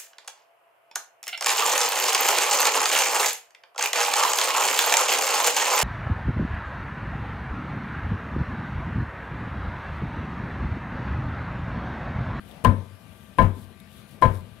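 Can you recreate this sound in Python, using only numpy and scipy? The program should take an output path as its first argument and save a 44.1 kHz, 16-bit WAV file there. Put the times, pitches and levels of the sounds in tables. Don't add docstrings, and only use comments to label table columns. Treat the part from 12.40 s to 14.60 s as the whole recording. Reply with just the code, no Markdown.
import sys
import numpy as np
from scipy import signal
from scipy.fft import rfft, irfft
from scipy.io import wavfile
from scipy.ndimage import uniform_filter1d, minimum_filter1d

SR = 44100
rng = np.random.default_rng(int(sys.argv[2]) if len(sys.argv) > 2 else 0)


def put_to_file(sound):
    columns = np.atleast_2d(sound).T
    safe = np.clip(columns, -1, 1)
    whole_steps = np.round(safe * 32767)
    wavfile.write(sys.argv[1], SR, whole_steps.astype(np.int16))


N = 97020
TIME = np.arange(SR) / SR

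# frequency_hz, gain_db
CLOSE_RIGHT = [(50, -20), (250, -7.5), (1000, -10), (2500, -9), (5000, -17.5), (12000, -6)]
AIR_RIGHT = [(50, -13.5), (300, -12), (1000, -13.5), (4000, -11.5), (12000, -6.5)]
# frequency_hz, correlation
MIC_LIKENESS = [(60, 0.81), (170, 0.82), (350, 0.71), (1000, 0.3), (3000, 0.19), (12000, 0.2)]

# pitch_hz, level_db
MACHINE_TONES = [(97, -61), (657, -65), (1174, -64), (1567, -67.5), (1954, -89), (2422, -69.5)]
# start_s, length_s, level_db
WET_SLIDES = [(0.031, 0.12, -59), (0.625, 0.35, -62), (1.12, 0.16, -55), (1.476, 0.18, -57),
              (1.655, 0.13, -56.5), (1.871, 0.16, -53.5)]
# start_s, level_db
BONE_TICKS = [(0.111, -44), (1.400, -39.5), (1.573, -42.5)]
# start_s, ring_db, grip_after_s, upper_modes_db, knock_db, crack_db, lead_noise_db
MALLET_BLOWS = [(0.2466, 1.5, .018, -1, -14.5, -23.5, -17.5), (0.9848, 0, 0.043, 0.5, -17.5, -29, -29.5),
                (1.8213, 1, 0.044, -2.5, -15.5, -47, -27.5)]
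# start_s, boom_db, upper_modes_db, thud_db
BLOCK_PUSHES = [(0.25, -6, -3.5, -9), (0.9870, -4.5, 0, -12.5), (1.8230, -7.5, -1, -21.5)]
# peak_s, thump_db, clack_db
EDGE_LANDINGS = [(0.2755, -9, -29), (0.293, -7, -22), (1.0163, -13.5, -11.5), (1.045, -9.5, -23),
                 (1.8530, -8.5, -11.5)]
# start_s, level_db
SLICE_FLOPS = [(0.413, -45), (1.164, -34), (2.006, -37)]

# pitch_hz, level_db, t60_s
BLADE_MODES = [(480.6, -20, 0.29), (530.6, -19.5, 0.44), (629, -21.5, 0.43), (669, -20.5, 0.33),
               (902.5, -19, 0.49), (960, -33, 0.11), (1020.7, 0, 0.12), (1614, -14, 0.12),
               (1770, -25, 0.21), (2225, -32, 0.067), (2235, -28, 0.19), (2983, -32.5, 0.042),
               (3180, -30.5, 0.086), (3957, -40.5, 0.16)]
BLOCK_MODES = [(50.6, -12, 0.18), (68, 1.5, 0.091), (94.6, 3, 0.33), (122.2, -23, 0.12), (159.7, 0.5, 0.22),
               (191.2, -16, 0.33), (225.9, -5.5, 0.25), (256.6, -10.5, 0.2), (317.4, -13, 0.29),
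               (391.3, -16.5, 0.37)]

# frequency_hz, relative_density_db
AIR_COLOUR = [(15, -38), (28, -19), (86, 1.5), (152, -2), (209, 2.5), (280, -10), (400, -12.5), (666, -13),
              (1100, -18.5), (2000, -20), (2900, -19.5), (3900, -24.5), (5000, -31), (7600, -35),
              (9500, -30), (12500, -31.5), (15500, -42.5)]
RUSTLE_COLOUR = [(30, -13), (100, 1), (220, -3), (350, -17), (700, -7.5), (1200, -22), (3000, -23.5),
                 (8000, -40)]
WET_COLOUR = [(300, -27), (1500, -13), (3500, 7.5), (6500, -1.5), (10000, 5.5), (13000, 3), (16000, -5)]
TICK_COLOUR = [(500, -9), (2800, -17), (3700, 7), (4700, -20), (8000, -16), (11000, -6), (16000, -22)]
LEAD_NOISE_COLOUR = [(150, 20), (600, 12), (1500, -9), (3000, -11.5), (6000, -19), (11000, -10.5),
                     (16000, -27)]
KNOCK_COLOUR = [(40, -5), (250, -2.5), (600, -3), (780, -5.5), (1050, -6.5), (1700, -6), (2600, -20.5),
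                (4000, -25), (6000, -38.5), (10000, -37), (16000, -48)]
CRACK_COLOUR = [(300, 1), (1500, -9), (2400, 9), (2950, 13), (3600, -1), (5000, -24), (10000, -4),
                (16000, -15)]
SNAP_COLOUR = [(600, -15), (1300, 10), (1800, -0.5), (2400, -2.5), (2950, 5.5), (3500, -6), (4050, -6.5),
               (5000, -12.5), (8000, -17.5), (16000, -14)]
THUD_COLOUR = [(20, -15), (45, -4), (75, -16), (160, -4), (240, -4), (330, -22), (700, -40), (2000, -87)]
TAIL_COLOUR = [(30, -29), (95, 8.5), (200, -5.5), (320, -13.5), (520, -3.5), (750, -18), (1000, -11),
               (1700, -23), (3000, -35), (6000, -50), (10000, -41), (16000, -75)]
RUMBLE_COLOUR = [(30, -31), (70, -23), (96, 6), (125, -15), (220, -27.5), (500, -42), (2000, -68)]
CLACK_COLOUR = [(100, 21), (300, -4), (520, -6.5), (780, -3), (1000, -9.5), (1600, -11.5), (2600, -14.5),
                (4000, -28.5), (7000, -38.5), (16000, -37)]


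def amp(db):
    return 10 ** (np.asarray(db) / 20)


def pan(right_db):
    return amp([[0], [right_db]])


def curve_at(points, hz):
    table_hz, values = np.transpose(points)
    return np.interp(np.log(hz + 1), np.log(table_hz), values)


def add(mix, start_s, sound):
    part = mix[:, round(start_s * SR):][:, :sound.shape[1]]
    part += sound[:, :part.shape[1]]


def noise(colour, right_gain=CLOSE_RIGHT, size=SR):
    hz = np.fft.rfftfreq(size, 1 / SR)
    left, unrelated = rfft(rng.standard_normal((2, size))) * amp(curve_at(colour, hz)) * hz / (hz + 8)
    alike = np.clip(curve_at(MIC_LIKENESS, hz), 0, 1)
    right = (alike * left + np.sqrt(1 - alike ** 2) * unrelated) * amp(curve_at(right_gain, hz))
    pair = irfft([left, right], size)
    return pair / pair[0].std()


def fade(rise_s, t60_s):
    return (1 - np.exp(-TIME / rise_s)) * np.exp(-np.log(1000) * TIME / t60_s)


def swell(length_s):
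    return np.sin(np.pi * np.minimum(TIME / length_s, 1))


def burst(colour, db, rise_s, t60_s):
    return amp(db) * noise(colour) * fade(rise_s, t60_s)


def ring(hz, db, t60_s, rise_s):
    return amp(db) * fade(rise_s, t60_s) * np.sin(2 * np.pi * hz * TIME)


def ventilation(level_db=-46.5, patch_db=2):
    spectrum = signal.stft(noise(AIR_COLOUR, AIR_RIGHT, size=N), nperseg=1024)[2]
    patches = uniform_filter1d(rng.standard_normal(spectrum.shape[1:]), size=14, axis=0)
    patches = uniform_filter1d(patches, size=9, axis=1)
    spectrum *= amp(patch_db * patches / patches.std())
    return amp(level_db) * signal.istft(spectrum)[1][:, :N]


def machine_hum():
    hum = 0
    for hz, db in MACHINE_TONES:
        drift = np.cumsum(rng.standard_normal(N)) * 0.011
        hum += np.sqrt(2) * amp(db) * np.sin(2 * np.pi * hz * np.arange(N) / SR + drift)
    return hum * pan(right_db=-10)


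def flesh():
    out = np.zeros((2, N))
    for start_s, db in SLICE_FLOPS:
        add(out, start_s, burst(THUD_COLOUR, db, rise_s=0.0051, t60_s=0.28))
    for start_s, length_s, db in WET_SLIDES:
        grain = amp(2.5 * np.repeat(rng.standard_normal(SR // 100), 100))
        add(out, start_s, amp(db) * noise(WET_COLOUR, AIR_RIGHT) * grain * swell(length_s))
    for start_s, db in BONE_TICKS:
        add(out, start_s, burst(TICK_COLOUR, db, rise_s=0.00081, t60_s=0.026))
    add(out, start_s=0.03, sound=amp(-42.5) * noise(RUSTLE_COLOUR) * swell(length_s=0.24))
    return out


def mallet(lead_noise_s=0.007, lead_noise_release_s=0.011):
    out = np.zeros((2, N))
    release = np.exp(-(TIME / lead_noise_release_s) ** 4)
    for start_s, *_, knock_db, crack_db, lead_noise_db in MALLET_BLOWS:
        lead_noise = burst(LEAD_NOISE_COLOUR, lead_noise_db, rise_s=0.0013, t60_s=0.15)
        add(out, start_s - lead_noise_s, lead_noise * release)
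        add(out, start_s, burst(KNOCK_COLOUR, knock_db, rise_s=0.00078, t60_s=0.15))
        add(out, start_s, burst(CRACK_COLOUR, crack_db, rise_s=0.0001, t60_s=0.03))
    return out


def blade(grip_width_s=0.002):
    out = np.zeros((2, N))
    for start_s, ring_db, grip_after_s, upper_db, *_ in MALLET_BLOWS:
        grip = 0.5 * (1 + np.tanh((TIME - grip_after_s) / grip_width_s))
        tone = 0
        for hz, db, t60_s in BLADE_MODES:
            grip_db = -15 if 850 < hz < 1300 else -10
            mode = ring(hz, db + upper_db * (hz > 1300), t60_s, rise_s=0.0041)
            tone += mode * amp(grip * grip_db)
        add(out, start_s, tone * amp(ring_db) * pan(right_db=-16))
    return out


def backbone():
    out = np.zeros((2, N))
    add(out, start_s=0.2474, sound=burst(SNAP_COLOUR, db=-17, rise_s=0.0001, t60_s=0.03))
    return out


def block_boom(rise_s=0.049):
    out = np.zeros((2, N))
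    build_up = np.minimum(TIME / rise_s, 1)
    for start_s, boom_db, upper_db, thud_db in BLOCK_PUSHES:
        boom = sum(ring(hz, db + upper_db * (hz > 110), t60_s, rise_s) for hz, db, t60_s in BLOCK_MODES)
        add(out, start_s, amp(boom_db) * boom * build_up * pan(right_db=-12))
        add(out, start_s, burst(THUD_COLOUR, thud_db, rise_s=0.012, t60_s=0.27))
        add(out, start_s, burst(TAIL_COLOUR, db=-21, rise_s=0.019, t60_s=0.47))
        add(out, start_s, burst(RUMBLE_COLOUR, db=-27.5, rise_s=0.019, t60_s=1.0))
    return out


def wall_echoes(sound, level_db=-14, delay_s=0.01):
    tail = rng.standard_normal((2, SR)) * fade(rise_s=0.0055, t60_s=0.36) * (TIME > delay_s)
    tail /= np.linalg.norm(tail, axis=1, keepdims=True)
    return signal.fftconvolve(sound[:1], tail, axes=1)[:, :N] * amp(level_db) * pan(right_db=-14.5)


def edge_on_wood(thump_width_s=0.00267):
    out = np.zeros((2, N))
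    for peak_s, thump_db, clack_db in EDGE_LANDINGS:
        offset = (np.arange(N) / SR - peak_s) / thump_width_s
        pulse = (1 - offset ** 2) * np.exp(-offset ** 2 / 2)
        out += amp(thump_db) * pulse * pan(right_db=-12)
        add(out, peak_s - thump_width_s, burst(CLACK_COLOUR, clack_db, rise_s=0.0005, t60_s=0.23))
    return out


def scene():
    steel = blade()
    cuts = mallet() + steel + backbone() + wall_echoes(steel) + block_boom() + edge_on_wood()
    return cuts + flesh() + ventilation() + machine_hum()


def record(dry, limit_db=-1.5, recover_db_per_s=227, cutoff_hz=15700):
    peak = -minimum_filter1d(-abs(dry).max(0), size=90)
    over_db = np.maximum(20 * np.log10(peak + 1e-9) - limit_db, 0)
    recovery_db = np.arange(N) * recover_db_per_s / SR
    held_db = np.maximum.accumulate(over_db + recovery_db) - recovery_db
    gain = amp(-uniform_filter1d(held_db, size=45))
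    low_pass = signal.firwin(511, cutoff_hz, window=("kaiser", 9), fs=SR)
    return signal.oaconvolve(dry * gain, low_pass[None], "same")


dry = scene()
out = record(dry)
put_to_file(out)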